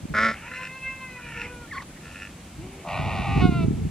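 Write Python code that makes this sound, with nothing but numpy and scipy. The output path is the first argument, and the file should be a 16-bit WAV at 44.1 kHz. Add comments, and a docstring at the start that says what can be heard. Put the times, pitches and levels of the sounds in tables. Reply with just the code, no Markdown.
"""A duck quacks close by in a farmyard under trees, and a drake rasps three times.
Both voices are quick clicks of the voice box ringing in the throat. Farther off, other fowl sing stacks
of tones, roughened by a second vibration: long wails, a squawk with peeps, and a hoarse honk that
clears as it sinks. Wind buffets the microphone at the start and the end, and a cricket chirps over
the steady noise of leaves and far traffic."""
import sys
import numpy as np
from scipy import signal
from scipy.fft import rfft, irfft
from scipy.io import wavfile
from scipy.ndimage import map_coordinates

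SR = 44100
rng = np.random.default_rng(int(sys.argv[2]) if len(sys.argv) > 2 else 0)


def generate_wav(sig):
    """Save sig (samples, or channels by samples) to the path in sys.argv[1] as 16-bit PCM at SR."""
    pcm = np.round(np.clip(np.atleast_2d(sig).T, -1, 1) * 32767).astype(np.int16)
    wavfile.write(sys.argv[1], SR, pcm)


N = 171990
T = np.arange(N) / SR


def undb(db):
    return 10 ** (np.asarray(db) / 20)


def unit(x):
    return x / np.sqrt(np.mean(x ** 2) + 1e-30)


def shape_db(points, hz):
    """Read a curve of (f/Hz, level/dB) points; past its ends it drops 40 dB an octave."""
    f, db = np.array(points, float).T
    octave, known = np.log2(np.maximum(hz, 1)), np.log2(f)
    outside = np.maximum(known[0] - octave, 0) + np.maximum(octave - known[-1], 0)
    return np.interp(octave, known, db) - 40 * outside


def colour(x, points):
    """Make each frequency louder or softer, following (f/Hz, level/dB) points."""
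    size = 8192
    cepstrum = irfft(shape_db(points, np.arange(size // 2 + 1) * SR / size) * np.log(10) / 20)
    cepstrum[1:size // 2] *= 2
    cepstrum[size // 2 + 1:] = 0  # ring after a click, never before it
    return signal.fftconvolve(x, irfft(np.exp(rfft(cepstrum))))[:N]


def noise(points):
    return unit(colour(rng.standard_normal(N), points))


def walk(hz):
    """A smooth random wobble of about size 1, with hz new values a second."""
    steps = rng.standard_normal(4000)
    return map_coordinates(steps, [np.minimum(T * hz, len(steps) - 1)], order=3)


def gate(t, db):
    """Loudness that follows the given times and levels, silent outside them."""
    return undb(np.interp(T, t, db)) * (T >= t[0]) * (T <= t[-1])


def split(x, edges_hz):
    """Cut a sound into bands, lowest first."""
    lows = [signal.sosfiltfilt(signal.butter(4, hz, fs=SR, output="sos"), x) for hz in edges_hz]
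    return [b - a for a, b in zip([0] + lows, lows + [x])]


# How hard the wind blows: t/s, level/dB
GUSTS = [(0, -45.5), (.04, -30.5), (.075, -47.5), (.11, -25.5), (.17, -37), (.22, -41), (.6, -46.5),
         (1, -45.5), (1.45, -41.5), (1.9, -43), (2.5, -45.5), (2.58, -38), (2.7, -40.5), (2.84, -46.5),
         (2.98, -27.5), (3.07, -29), (3.2, -27.5), (3.26, -28), (3.36, -21.5), (3.44, -17.5), (3.52, -24),
         (3.62, -19.5), (3.72, -24), (3.9, -29)]
# Tone of strong gusts, light breeze and swirls of air: f/Hz, level/dB
GUST_TONE = [(12, -55), (20, -15), (70, 5), (133, 5), (347, -15.5), (452, -25), (515, -44), (604, -46),
             (650, -34), (840, -23.5), (1430, -120)]
BREEZE_TONE = [(12, -78), (20, -3), (75, 0), (107, -6), (151, 0), (358, -11), (390, -16), (493, -18.5),
               (650, -20.5), (840, -49), (1430, -120)]
SWIRL_TONE = [(12, -49), (20, -20), (43, -16), (194, -10), (439, -16), (515, -30), (650, -38), (840, -39),
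              (1430, -120)]
# Single thumps of air: t/s, peak level/dB, left minus right/dB, push (1) or pull (-1)
THUMPS = [(.044, -36.5, -3, -1), (0.055, -21.5, -3, -1), (0.104, -30, -2, -1), (3.377, -10.5, -5, -1),
          (3.425, -10.5, -7, 1), (3.4432, -9.5, -6, 1), (3.4546, -4.5, -6.5, 1), (3.493, -8, -3, 1),
          (3.524, -12, -4, -1), (3.61, -19, -8, -1), (3.683, -12, -7, -1), (3.709, -12.5, 4, -1),
          (3.853, -19.5, -7, -1)]


def wind():
    """Air rumbles and thumps on the microphone; strong gusts deepen and swirl at each side."""
    db = np.interp(T, *np.array(GUSTS).T)
    strong = np.clip(db + 39.5, 0, 1)  # gusts count as strong above -39.5 dB
    deep, light, left, right = map(noise, (GUST_TONE, BREEZE_TONE, SWIRL_TONE, SWIRL_TONE))
    swirl_gain = strong * undb(0.6 * np.minimum(db + 19, 0))  # outgrows the gust, up to -19 dB
    swirls = swirl_gain * np.array([left * undb(-9), right * undb(-5.5)])
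    lag_s = np.array([[0], [0.00073]])  # gusts pass the left side first
    deep = map_coordinates(deep, [(T - lag_s) * SR], order=1, mode="nearest")
    buffet_db = 3 * strong * np.tanh(walk(45))
    out = (np.sqrt(strong) * deep + np.sqrt(1 - strong) * light + swirls) * undb(db + buffet_db)
    for t, peak_db, pan_db, push in THUMPS:
        u = (T - t - lag_s) / .0011  # time in thump widths
        thump = np.sign(push) * (1 - u ** 2) * np.exp(-u ** 2 / 2)
        out += undb(peak_db + np.array([[pan_db], [-pan_db]]) / 2) * thump
    return out


# Tone of the background, shared by left and right, then opposite in them: f/Hz, level/dB
YARD_MID = [(180, -28), (300, -7.5), (320, -19), (424, -9), (552, -2), (609, -5), (793, -4.5), (1510, -9),
            (1900, -9), (2240, -7), (2470, -8), (5200, -17), (7720, -15.5), (12900, -29), (15400, -49)]
YARD_SIDE = [(120, -33), (200, -13.5), (327, -7.5), (462, -0.5), (515, -31), (585, -3), (640, -3),
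             (701, -9), (796, -7), (1230, -5), (1350, -7), (1590, -5.5), (4480, -10.5), (8940, -5),
             (15400, -10)]


def leaves_and_traffic():
    """A soft, slightly flickering hush whose treble reaches left and right out of step."""
    mid = noise(YARD_MID)
    above_500 = signal.sosfilt(signal.butter(4, 500, "high", fs=SR, output="sos"), mid)
    mid /= np.sqrt(np.mean(above_500 ** 2))
    side = noise(YARD_SIDE) * undb(-52 + .6 * walk(2.9))
    mid *= undb(-51 + .6 * walk(6.27))
    return np.array([mid + side, mid - side])


def smear(x, fade_s=.0022):
    """Ground and bodies spread each click over a few milliseconds, keeping its tone."""
    tail = rfft(rng.standard_normal(4096) * np.exp(-T[:4096] / fade_s))
    return signal.fftconvolve(x, irfft(tail / np.abs(tail))[:1024])[:N]


def voice_clicks(start, hz, throat, jitter, shimmer_db, halfway_click, breath_db):
    """Voice box clicks and puffs of air ring in the throat; jitter varies timing, shimmer size."""
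    turns = np.cumsum(hz) / SR
    turns -= turns[int(start * SR)]
    chance = rng.standard_normal((2000, 2))
    half = np.arange(int(2 * turns[-1]))
    at = np.interp(half / 2 + jitter * chance[half, 0], turns, np.arange(N))
    size = undb(shimmer_db * chance[half, 1]) * np.where(half % 2, halfway_click, 1)
    clicks, i = np.zeros(N + 2), at.astype(int)
    np.add.at(clicks, i, size * (1 - at + i))  # share each click between two samples
    np.add.at(clicks, i + 1, size * (at - i))
    puffs = np.exp(-(turns % 1) / 2.7) * np.diff(rng.standard_normal(N + 1))
    return unit(colour(smear(unit(clicks[:N])) + undb(breath_db) * unit(puffs), throat))


# The quack: t/s, pulse rate/Hz, then level/dB of the main, upper and chest bands
QUACK = [(0.139, 107.9, -27.5, -42, -39), (0.149, 105, -29.5, -32, -33), (0.159, 106.5, -29, -30, -34),
         (0.175, 106.4, -20.5, -27, -35), (0.189, 107.6, -24.5, -28, -33), (0.239, 112.9, -28.5, -27, -33),
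         (0.297, 109.8, -28.5, -26.5, -30.5), (0.317, 113.8, -40, -35.5, -35),
         (0.339, 111.8, -57, -42, -74), (0.345, 106.4, -46, -42, -51)]
# How the duck's throat rings: f/Hz, level/dB
QUACK_THROAT = [(130, -50), (225, -5.5), (330, -11), (450, -11), (560, 1.5), (680, -16.5), (880, -22),
                (1110, -10), (1240, -5.5), (1350, 4.5), (1460, 5.5), (1560, -14), (1720, -1.5), (2100, -3),
                (2400, -10), (2760, -25.5), (3900, -21), (4560, -28), (5250, -21), (6000, -31),
                (11000, -45.5)]


def duck_quack():
    """A train of clicks rings in three bands, each swelling in its own way."""
    t, hz, main_db, upper_db, chest_db = np.array(QUACK).T
    voice = voice_clicks(t[0], np.interp(T, t, hz), QUACK_THROAT,
                         jitter=.008, shimmer_db=2.5, halfway_click=.55, breath_db=-8)
    bands = split(voice, edges_hz=(950, 1600))
    return sum(unit(band) * gate(t, db) for band, db in zip(bands, (chest_db, main_db, upper_db)))


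# The middle of each cricket chirp: t/s
CHIRPS = [.17, .39, .58, .83, 1.05, 1.301, 1.55, 1.88, 2.17, 2.44, 2.74, 2.97, 3.2, 3.46, 3.738]


def cricket(hz=9300, width_hz=450, chirp_s=.022):
    """Short swells of thin, high hiss, out of step between left and right."""
    hiss = noise([(hz - width_hz, -20), (hz, 0), (hz + width_hz, -20)])
    chirps = hiss * undb(-54) * sum(np.exp(-((T - t) / chirp_s) ** 2) for t in CHIRPS)
    return np.array([chirps, -chirps])


def call(rows, throat, tones, growl_hz=92.07, waver_db=4):
    """A stack of tones on one gliding pitch; roughness lets a second vibration shake it."""
    t, hz, db, rough = np.array(rows).T
    hz, rough = np.interp(T, t, hz), np.clip(np.interp(T, t, rough), 0, 1)
    growl_rate = growl_hz * (1 + .25 * np.tanh(walk(60)))
    growl = np.sin(2 * np.pi * np.cumsum(growl_rate) / SR)
    turns = np.cumsum(hz) / SR + .12 * rough * (walk(2 * growl_hz) + growl)
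    on = slice(int(t[0] * SR), int(t[-1] * SR))
    gains = [undb(shape_db(throat, k * hz[on])) for k in range(1, tones + 1)]
    out = np.zeros(N)
    for k, gain in enumerate(gains, 1):
        flutter = undb(waver_db * walk(35)[on])  # moving air makes each far tone waver
        out[on] += gain * flutter * np.sin(2 * np.pi * (k * turns[on] + rng.random()))
    out[on] /= np.sqrt(sum(gain ** 2 for gain in gains) / 2)
    return out * (1 + .6 * rough * growl) * gate(t, db)


# A long wail and a short answer: t/s, f/Hz, level/dB, roughness (0 clear, 1 hoarse)
WAIL = [(.35, 383.7, -45.5, 0.54), (.42, 443.2, -45.5, 0.56), (.5, 505.3, -43, 0.17), (.62, 514, -38, 0.13),
        (.71, 518, -43.5, 0.08), (.76, 526.7, -38, 0.04), (.81, 522.4, -45.5, 0.06),
        (.865, 526.2, -35, 0.03), (.92, 526, -39, 0), (.97, 524, -42, 0.04), (1.04, 520, -39.5, 0.03),
        (1.12, 506, -45, 0.08), (1.25, 484.4, -44, 0.17), (1.37, 448.7, -43, 0.2), (1.46, 419, -42.5, 0.46),
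        (1.56, 378, -61.5, 0.43)]
ANSWER = [(1.34, 486, -51.5, .05), (1.4, 472.3, -44.5, 0.062), (1.5, 494.7, -45, 0.097),
          (1.62, 479, -49, 0.055), (1.66, 464, -51.5, 0.062), (1.68, 477, -76, 0.091)]
# How the two throats ring: f/Hz, level/dB
WAIL_THROAT = [(450, -1.5), (1000, 6.5), (1550, 5.5), (2100, 11.5), (2650, 12.5), (3100, -7), (3600, -15),
               (4200, -10)]
ANSWER_THROAT = [(480, 6), (980, 5), (1470, 8.5), (1950, -5), (2450, 6.5), (3000, -9), (4000, -14)]


def wails():
    """A far voice rises and falls, clear in the middle; an answer overlaps its end."""
    return call(WAIL, WAIL_THROAT, tones=8) + call(ANSWER, ANSWER_THROAT, tones=7)


# The rasps: start t/s, end t/s, peak level/dB, first and last pulse rate/Hz
RASPS = [(.45, 0.69, -37, 86.4, 100.5), (1.202, 1.474, -38, 86.1, 99.9), (2.049, 2.282, -40.5, 85.7, 101.3)]
# How the drake's throat rings: f/Hz, level/dB
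RASP_THROAT = [(470, -39), (800, -15), (1010, -29), (1050, -32), (1390, 15.5), (1600, 4), (1740, 18),
               (2200, 2), (2450, 17), (2600, 18.5), (2850, 14.5), (3150, -13), (3480, -5), (3790, -6),
               (4570, -12), (5820, -2.5), (6460, -68), (7500, -4), (9750, -106), (16500, -120)]


def drake_rasps(rise_s=.04, fade_s=.055):
    """Breathy clicks quicken and swell, the top band most, then fade fast."""
    out = np.zeros(N)
    for start, end, db, first_hz, last_hz in RASPS:
        hz = np.interp(T, [start, end], [first_hz, last_hz])
        voice = voice_clicks(start - rise_s, hz, RASP_THROAT,
                             jitter=.06, shimmer_db=3.5, halfway_click=0, breath_db=8)
        t = [start - rise_s, start, end - fade_s, end - fade_s / 2, end + fade_s / 2]
        for band, swell_db in zip(split(voice, edges_hz=(1570, 2150)), (2, 10, 15)):
            swell = gate(t, [db - swell_db - 15, db - swell_db, db, db - 3, db - 24])
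            out += band * undb(3 * walk(30)) * swell  # each band wavers by itself
    return out


# A squawk, and one list for each peep: t/s, f/Hz, level/dB, roughness
SQUAWK = [(1.718, 1480, -56, 0), (1.737, 1091, -37, 0), (1.75, 1078, -41, 0.15), (1.757, 1213, -45, 0.2),
          (1.765, 1102, -41, 0.2), (1.777, 1058, -40, 0.2), (1.79, 1153, -42.5, 0.2),
          (1.804, 989, -41.5, 0.2), (1.812, 993, -54, 0.6), (1.823, 1210, -38.5, 1.2),
          (1.833, 1100, -51, 1.1)]
PEEPS = [
    [(1.675, 1690, -59, 0), (1.69, 1790, -58, 0), (1.706, 1870, -50, 0), (1.709, 2250, -62, 0),
     (1.713, 2180, -38, 0), (1.722, 1840, -35, 0), (1.733, 1700, -36, 0), (1.738, 1660, -54, 0)],
    [(1.738, 2150, -52, .3), (1.744, 2150, -40, 0.51), (1.757, 1920, -38, 0.64), (1.762, 1900, -44, 0.61),
     (1.772, 2084, -44, 0.77), (1.784, 2027, -35, 1), (1.79, 2050, -48, .4), (1.799, 2250, -52, .1),
     (1.805, 2000, -37, .1), (1.812, 1850, -37, .2)],
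    [(1.746, 1400, -43, .1), (1.753, 1470, -34.5, .1), (1.762, 1480, -42, .1)],
    [(1.9, 1480, -53, .1), (1.93, 1590, -64, .1), (1.945, 2310, -58, .2), (1.957, 1820, -53, 1),
     (1.975, 1950, -52, 1), (1.99, 1880, -68, .5)],
]
# How the squawking throat rings: f/Hz, level/dB
SQUAWK_THROAT = [(900, 3), (1100, 4.5), (1600, -6), (2200, -10), (2600, -13), (3300, -11), (4500, -13.5),
                 (6000, -21)]


def squawk_and_peeps(growl_hz=268):
    """A high, jumpy cry and single-tone peeps, shaken by a fast growl."""
    squawk = call(SQUAWK, SQUAWK_THROAT, tones=5, growl_hz=growl_hz, waver_db=3.5)
    return squawk + sum(call(p, SQUAWK_THROAT, tones=1, growl_hz=growl_hz, waver_db=4.5) for p in PEEPS)


# The soft lead-in and the honk itself: t/s, f/Hz, level/dB, roughness
LEAD_IN = [(2.56, 265.5, -76, 0), (2.59, 306, -42, 0), (2.64, 365.6, -45.5, 0.2),
           (2.72, 392.5, -49.5, 0.36), (2.8, 384.5, -47.5, 0.87), (2.86, 350, -47, 0.77)]
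HONK = [(2.845, 330, -41, 0.56), (2.87, 347, -34.5, 0.82), (2.98, 353.1, -31.5, 0.88),
        (3.04, 392.2, -33.5, 0.88), (3.12, 386, -31, 0.83), (3.25, 393.6, -31.5, 0.69),
        (3.35, 400, -30.5, 0.27), (3.395, 395, -31, 0.57), (3.42, 365, -24.5, 0.09),
        (3.46, 362.9, -28, 0.03), (3.5, 353.4, -39, 0.06), (3.525, 348, -35.5, 0.12),
        (3.57, 344.2, -34.5, 0.04), (3.635, 327.5, -36, 0.08), (3.67, 326, -54.5, 0.18),
        (3.8, 334.3, -58.5, 0)]
# How the throat rings in the lead-in, the hoarse part and the clear part: f/Hz, level/dB
LEAD_THROAT = [(250, 34), (400, 0), (750, -1), (1100, -10), (1600, -41), (2000, -16), (2400, -2.5),
               (2900, -12), (3500, -40)]
HOARSE_THROAT = [(290, -45.5), (500, -5), (620, 4), (796, 4), (932, -0.5), (1250, 0), (1300, -13.5),
                 (1500, -8.5), (1620, -78), (1840, -3), (2130, -9.5), (2390, 0), (2830, -5), (3100, -18.5),
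                 (3760, -14.5), (5710, -30.5), (7500, -32), (9750, -75), (16500, -120)]
CLEAR_THROAT = [(350, -13.5), (720, 2.5), (1050, -9.5), (1400, 1), (1750, -53), (2100, -7.5), (2500, -12),
                (2800, -6), (3150, -25), (3600, -14.5), (4900, -28.5), (6500, -42)]


def honk(clear_below=.23):
    """A soft start, a hoarse shout, then a clear fall: the throat changes shape as roughness drops."""
    lead_in = call(LEAD_IN, LEAD_THROAT, tones=9)
    flat = call(HONK, [(200, 0), (8000, 0)], tones=18, waver_db=1.5)  # no throat yet
    t, _, _, rough = np.array(HONK).T
    hoarse = np.clip(np.interp(T, t, rough) / clear_below, 0, 1) ** 2
    parts = [(flat * hoarse, HOARSE_THROAT), (flat * (1 - hoarse), CLEAR_THROAT)]
    voice = sum(unit(colour(x, throat)) * np.sqrt(np.mean(x ** 2)) for x, throat in parts)
    low, high = split(voice, edges_hz=(1400,))
    bill_open = np.interp(T, (2.865, 2.89), [0, 1])
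    core_rows = np.array(HONK) * [1, 2, 1, .5]  # twice the pitch, half as rough
    core = call(core_rows, HOARSE_THROAT, tones=1, waver_db=4.5)
    return lead_in + low + high * bill_open + undb(-11) * hoarse * core


def echoes(birds, echo_s=.22, spread_s=.07):
    """Place the birds ahead and add short echoes off trunks and sheds."""
    fades = undb(-60 * T[:SR // 2] / np.array([[echo_s], [spread_s]]))
    tails = rng.standard_normal((2, SR // 2)) * fades
    tails /= np.sqrt(np.sum(tails ** 2, axis=1, keepdims=True))
    echo, spread = (signal.fftconvolve(birds, tail)[:N] for tail in tails)
    mid, side = birds + undb(-17) * echo, undb(-19) * spread
    right = map_coordinates(mid, [(T - 2.5e-5) * SR], mode="nearest")  # arrives a touch later
    return np.array([mid + side, right - side])


def scene():
    """The birds and their echoes, with wind, background and cricket, in stereo."""
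    birds = duck_quack() + wails() + drake_rasps() + squawk_and_peeps() + honk()
    return echoes(birds) + wind() + leaves_and_traffic() + cricket()


def record(dry, low_hz=45, top_hz=15500):
    """The microphone thins the deepest bass and cuts the highest treble."""
    dry = signal.sosfilt(signal.butter(2, low_hz, "high", fs=SR, output="sos"), dry)
    return signal.sosfilt(signal.ellip(8, .2, 70, top_hz, fs=SR, output="sos"), dry)


dry = scene()
out = record(dry)
generate_wav(out)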